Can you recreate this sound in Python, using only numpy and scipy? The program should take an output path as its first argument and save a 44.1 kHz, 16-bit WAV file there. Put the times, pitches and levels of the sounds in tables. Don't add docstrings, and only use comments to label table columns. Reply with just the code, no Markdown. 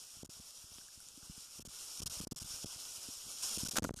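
import sys
import numpy as np
from scipy import signal
from scipy.fft import rfft, irfft, next_fast_len
from scipy.io import wavfile
from scipy.ndimage import uniform_filter1d, map_coordinates

SR = 44100
rng = np.random.default_rng(int(sys.argv[2]) if len(sys.argv) > 2 else 0)


def transcribe(u):
    v = np.clip(np.atleast_2d(u).T, -1, 1)
    q = np.round(v * 32767).astype(np.int16)
    wavfile.write(sys.argv[1], SR, q)


def linear_from_db(decibels):
    return 10 ** (np.asarray(decibels, float) / 20)


N = 176400
TOP_HZ = 14050

# center_hz, width_hz, lift_db
FLOODED_PORT = [(4300, 900, 1.7), (6600, 2200, 10.4)]


def unit(x):
    return x / np.sqrt(np.mean(x ** 2) + 1e-20)


def along(points, hz):
    point_hz, point_db = np.transpose(points)
    return np.interp(np.log(hz + 1), np.log(point_hz + 1), point_db)


def wobble(rate):
    knots = rng.standard_normal(int(N * rate / SR) + 4)
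    return map_coordinates(knots, [np.arange(N) * rate / SR])


def filtered(x, response):
    size = next_fast_len(N + SR // 2)
    return irfft(rfft(x, size) * response(np.fft.rfftfreq(size, 1 / SR)), size)[..., :N]


def gate(rows, in_ms, out_ms):
    t, out = np.arange(N) / SR, np.zeros(N)
    for start_s, length_ms, height in rows:
        end_s = start_s + length_ms / 1000
        near = slice(max(round(start_s * SR) - 400, 0), round(end_s * SR) + 400)
        inside = 1000 * np.minimum((t[near] - start_s) / in_ms, (end_s - t[near]) / out_ms)
        out[near] += height * np.clip(inside + .5, 0, 1)
    return out


def rush():
    # time_s, level_db
    ride_levels = [(0, -53), (.5, -55.5), (1.1, -57), (1.55, -53.5), (1.8, -49.5), (2.0, -45.5),
                   (2.4, -46.5), (2.9, -47.5), (3.2, -50.5), (3.3, -46), (3.422, -47), (3.428, -36.5),
                   (3.482, -39), (3.505, -41), (3.75, -44.5), (3.8, -52.5), (3.86, -55), (4, -52)]
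    # freq_hz, level_db
    spray_color = [(1700, -48), (2300, -10.5), (2600, -6.5), (3000, -4.5), (4500, -7.5), (6000, -5.5),
                   (9000, -3), (14000, -11.5)]
    # freq_hz, level_db
    body_color = [(25, -8), (190, -17), (450, -12.5), (900, -12.5), (1450, -9), (1700, -18), (2200, -19),
                  (3500, -99)]
    # center_hz, width_hz, lift_db
    open_port = [(3340, 290, 2), (5473, 790, 12), (6785, 310, 8), (9130, 2200, 2.5)]
    landing_s = 3.756
    fizz_per_s, fizz_db, fizz_spread_db = 900, -9.5, 6

    t = np.arange(N) / SR
    level_db = np.interp(t, *np.transpose(ride_levels)) + .5 * wobble(5.14) + 1.3 * wobble(30.33)
    loss_db = film_loss_db() * (1 + 0.17 * wobble(150))

    grain_size = linear_from_db(fizz_spread_db * np.minimum(rng.exponential(size=N), 3))
    fizz = (rng.random(N) < fizz_per_s / SR) * rng.standard_normal(N) * grain_size
    source = unit(patchy(patchy_db=1.0)) + linear_from_db(fizz_db) * unit(fizz)

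    def through(modes):
        return unit(filtered(source, lambda f: linear_from_db(along(spray_color, f)) * port(f, modes) * (f < TOP_HZ)))

    spray = np.where(t < landing_s, through(open_port), through(FLOODED_PORT))
    body = unit(filtered(patchy(patchy_db=1.5), lambda f: linear_from_db(along(body_color, f))))
    spray, body = hollowed(np.array([spray, body]))

    body_db = -65 + 0.88 * (level_db + 49) + 0.42 * wobble(16)
    return linear_from_db(level_db - loss_db) * spray + linear_from_db(body_db - 0.48 * loss_db) * body


def patchy(patchy_db):
    z = signal.stft(rng.standard_normal(N + 512), nperseg=256)[2]
    field = uniform_filter1d(uniform_filter1d(rng.standard_normal(z.shape), 5, 0), 12, 1)
    return signal.istft(z * linear_from_db(patchy_db * unit(field)), nperseg=256)[1][:N]


def port(f, modes):
    ringing = 0
    for center, width, lift_db in modes:
        ringing = ringing + np.abs(linear_from_db(lift_db) - 1) * 1j * f * width / (center ** 2 - f * f + 1j * f * width)
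    return 1 + ringing


def hollowed(x):
    center_hz, span_hz, depth_db, rarity = 2046, 466, -40, .75
    hz, _, z = signal.stft(x, SR, nperseg=1024)
    noise = rng.standard_normal(z.shape[-2:])
    field = unit(uniform_filter1d(uniform_filter1d(noise, size=3, axis=0), size=7, axis=1))
    band = np.exp(-((hz[:, None] - center_hz) / span_hz) ** 4)
    dips_db = depth_db * band * np.clip(2 * (field - rarity), 0, 1)
    return signal.istft(z * linear_from_db(dips_db), SR, nperseg=1024)[1][..., :N]


def film_loss_db():
    # start_s, length_ms, loss_db
    slide_seals = [(.233, 13.7, 24), (.262, 33.2, 34), (.279, 11.4, 17), (.4, 3.1, 18), (1.596, 7.4, 17),
                   (1.626, 25, 25), (1.631, 16.8, 32), (1.675, 9.8, 19.5), (2.006, 12.4, 21.5),
                   (2.037, 22.2, 36), (2.052, 5.5, 49), (2.06, 17, -5.5), (2.08, 17.6, 24.5),
                   (2.205, 5.8, 21), (2.25, 21.9, 32), (2.277, 34, 23), (2.2805, 31, 90), (2.329, 30, 26),
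                   (2.331, 14.3, 110), (2.3495, 11.2, 110), (2.392, 7.7, 20), (2.437, 6.5, 15.5),
                   (2.646, 12.2, 17)]
    # start_s, length_ms, loss_db
    exit_seals = [(3.576, 5.5, 24), (3.642, 6.6, 22), (3.676, 8.6, 30), (3.696, 14, 29.5), (3.731, 4, 10),
                  (3.752, 1.5, 16), (3.788, 7, 12), (3.797, 29, 20), (3.807, 14, 70), (3.825, 2.8, 24),
                  (3.836, 3, 25), (3.894, 9.7, 32), (3.904, 6.7, 18), (3.908, 34, 34), (3.917, 7, 25),
                  (3.93, 6, 40), (3.777, 4.9, 6), (3.944, 18.4, 33)]
    return gate(slide_seals + exit_seals, in_ms=1.45, out_ms=.4)


def membrane():
    # time_s, peak_db, width_ms
    clearings = [(0.248, -44, 1.3), (.398, -47, 2.5), (0.643, -50.5, 4), (1.1788, -53, 1.5),
                 (1.2304, -45.5, 4), (1.2344, -57, 0.091), (1.3, -43.5, 5.7), (1.3798, -47, 2.7),
                 (1.5963, -41, 1.05), (1.6048, -48, 4.6), (1.6758, -42, 3.3), (2.019, -37.5, 1.05),
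                 (2.031, -36, 3.3), (2.1728, -42, 5.1), (2.212, -38, 2.8), (2.33, -42, 0.87),
                 (2.505, -50, 9.1), (2.55, -59, 2.6), (2.2712, -32, 1), (2.3219, -32, 1.3),
                 (2.6582, -40, 2), (3.0875, -43, 1.9), (3.5827, -38, 2.5), (3.7465, -37.5, 1.3),
                 (3.7625, -29, 0.26), (3.785, -23, 0.31), (3.794, -31, 1.05), (3.8286, -34, 0.66),
                 (3.841, -34, 1.4), (3.849, -26, .7), (3.853, -38, 1.3), (3.8587, -33.5, 1.7),
                 (3.8708, -35, 1.6), (3.893, -23.5, 0.38), (3.94, -37.5, 2.1)]
    # time_s, peak_db, width_ms
    sealings = [(0.17, -48.5, 3.9), (0.233, -35, 0.91), (0.293, -44, 1.5), (0.4009, -47.5, 1.3),
                (1.595, -51, 0.8), (2.3205, -37.5, 0.84), (0.4055, -45, 8.8), (0.7856, -48, 1.1),
                (1.3097, -57, 2), (1.5895, -48, 2.3), (1.652, -43, 0.72), (1.6574, -48.5, 0.52),
                (1.6695, -59, 0.8), (2.0033, -36.5, 2.3), (2.0599, -38, 3), (2.2042, -34, 1.25),
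                (2.2383, -39.5, 1.4), (2.4205, -37, 3.6), (2.6452, -31.5, 0.94), (3.0938, -46, 1.8),
                (3.5753, -32.5, 1.1), (3.6342, -28.5, 1.9), (3.6536, -37, 1.9), (3.688, -40.5, 1.3),
                (3.736, -40, 1.2), (3.7634, -32, 0.34), (3.7833, -22, 0.21), (3.787, -23.5, 0.23),
                (3.8504, -32, 1.4), (3.944, -40.5, 0.68), (3.7689, -36, 0.25), (3.774, -34, 0.2),
                (3.8236, -28, 1.25), (3.8333, -35.5, 1.9), (3.8466, -21.5, 0.28), (3.909, -26.5, 1.06)]
    # time_s, peak_db
    soft_pushes = [(0.019, -58), (0.191, -56), (0.263, -53), (0.368, -56), (0.719, -53.5), (0.758, -54),
                   (0.977, -51), (1.626, -49), (1.695, -53), (2.08, -46), (2.099, -49), (2.121, -49.5),
                   (2.445, -46.5), (2.46, -51), (2.54, -47), (2.682, -67), (2.762, -49), (2.983, -54),
                   (3.255, -55.5), (3.266, -50), (3.284, -52.5), (3.611, -47), (3.676, -48), (3.974, -41)]
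    push_db, soft_ms = -0.5, 3.9
    slosh_per_s, slosh_db, slosh_ms = 52, -73.5, 4
    gurgle_db, gurgle_ms, gurgle_rate = -4.5, 9.5, 660

    slosh = []
    for when, rarity, width, side in rng.random((round(slosh_per_s * 4), 4)):
        size = np.sign(side - .5) * linear_from_db(slosh_db - 3.7 * np.log(rarity + 0.029))
        slosh.append((4 * when, size, slosh_ms * (0.35 + width)))
    soft = [(s, (-1) ** k * linear_from_db(db + push_db), soft_ms) for k, (s, db) in enumerate(soft_pushes)]
    firm = [(s, linear_from_db(db + push_db), ms) for s, db, ms in clearings]
    pushes = bumps(firm + soft + slosh, rise=9.6, fall=2.2)
    pulls = bumps([(s, -linear_from_db(db), ms) for s, db, ms in sealings], rise=2.13, fall=3.1)

    moved = filtered(pushes, vent(40.8)) + filtered(pulls, vent(72))
    stir = uniform_filter1d(np.abs(moved), round(gurgle_ms * SR / 1000))
    gurgle = linear_from_db(gurgle_db - 0.22 * film_loss_db()) * stir * wobble(gurgle_rate)
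    return moved + gurgle


def bumps(rows, rise, fall):
    t, out = np.arange(-500, 900) / SR, np.zeros(N + 1400)
    for time_s, size, width_ms in rows:
        u = t * 1000 / max(width_ms, .3)
        shape = np.where(u < 0, np.exp(-rise * u ** 2), 1 / np.cosh(fall * u))
        out[round(time_s * SR):][:len(t)] += size * shape
    return out[500:N + 500]


def vent(hz):
    damping, top_hz = 0.74, 3020
    ring_hz, ring_width_hz, ring_db = 230, 89, -12

    def response(f):
        escape = -f * f / (hz ** 2 - f * f + 2j * damping * f * hz)
        rounding = 1 / (1 + 1j * f / top_hz)
        resonance = 1j * f * ring_width_hz / (ring_hz ** 2 - f * f + 1j * f * ring_width_hz)
        return escape * rounding * (1 + linear_from_db(ring_db) * resonance)

    return response


def splash():
    # start_s, length_ms, level_db
    bursts = [(3.7575, 2.1, -37.5), (3.7622, 1.9, -37), (3.7656, 5.8, -30.5), (3.7708, 4.2, -28),
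              (3.7759, 1.25, -28.5), (3.7817, 1.4, -37), (3.7834, 2, -27.5), (3.7857, 0.89, -21),
              (3.7929, 2, -48), (3.823, 1.8, -48), (3.831, 1.5, -39.5), (3.8419, 1.2, -33),
              (3.847, 1.8, -40), (3.8513, 2.5, -43.5), (3.907, 2.5, -54), (3.9392, 3.6, -50.5)]
    # freq_hz, level_db
    burst_color = [(100, -30), (500, -5.5), (1250, 2.5), (2300, -8), (4500, -5), (8000, -8.5),
                   (14000, -11.5)]
    spike_db = 2.5
    spiky = unit(rng.standard_normal(N) * linear_from_db(spike_db * np.tanh(wobble(1500))))
    water = unit(filtered(
        spiky, lambda f: linear_from_db(along(burst_color, f)) * port(f, FLOODED_PORT) * (f < TOP_HZ)))
    return water * gate([(s, ms, linear_from_db(db)) for s, ms, db in bursts], in_ms=0.36, out_ms=0.91)


def drops():
    # time_s, peak_db, pitch_hz, cycles_to_peak
    hits = [(.742, -41.5, 6200, 2), (0.7843, -44.5, 3200, 0.92), (0.7835, -49.5, 1130, 0.4),
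            (.7836, -46, 5600, 1), (.812, -58, 1550, 2), (.885, -57, 1640, 2.2), (1.003, -59, 1450, 2),
            (1.004, -37, 9500, 0.63), (1.0868, -34, 6600, .7), (1.226, -57, 1470, 2),
            (1.174, -54.5, 272, 1.05), (1.297, -44.5, 164, 0.47), (1.318, -52, 2930, 2.3),
            (2.2, -48.5, 220, 1), (2.36, -55, 150, .7), (3.084, -48.5, 272, .8), (3.431, -50.5, 1014, 4.4),
            (3.505, -58, 222, 2.2), (3.661, -46, 1470, 3.2), (3.849, -33, 1400, 1.5),
            (3.989, -43.5, 4300, 1.7), (3.989, -49, 1500, 2)]
    t, out = np.arange(3000) / SR, np.zeros(N + 3000)
    for time_s, peak_db, pitch_hz, peak in hits:
        cycles = t * pitch_hz
        envelope = cycles / peak * np.exp(1 - cycles / peak)
        out[round(time_s * SR):][:len(t)] += linear_from_db(peak_db) * np.sin(2 * np.pi * cycles) * envelope
    return filtered(out[:N], lambda f: f < TOP_HZ)


def scene():
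    mono = rush() + membrane() + splash() + drops()
    return np.array([mono, mono])


def low_pass(x):
    return signal.sosfilt(signal.butter(12, 15280, fs=SR, output="sos"), x)


def record(dry):
    ceiling, edge_db_per_khz = .13, 20
    limited = ceiling * np.tanh(dry / ceiling)
    mix = filtered(limited, lambda f: linear_from_db(-edge_db_per_khz * np.maximum(f - TOP_HZ, 0) / 1000))
    return low_pass(mix)


dry = scene()
out = record(dry)
transcribe(out)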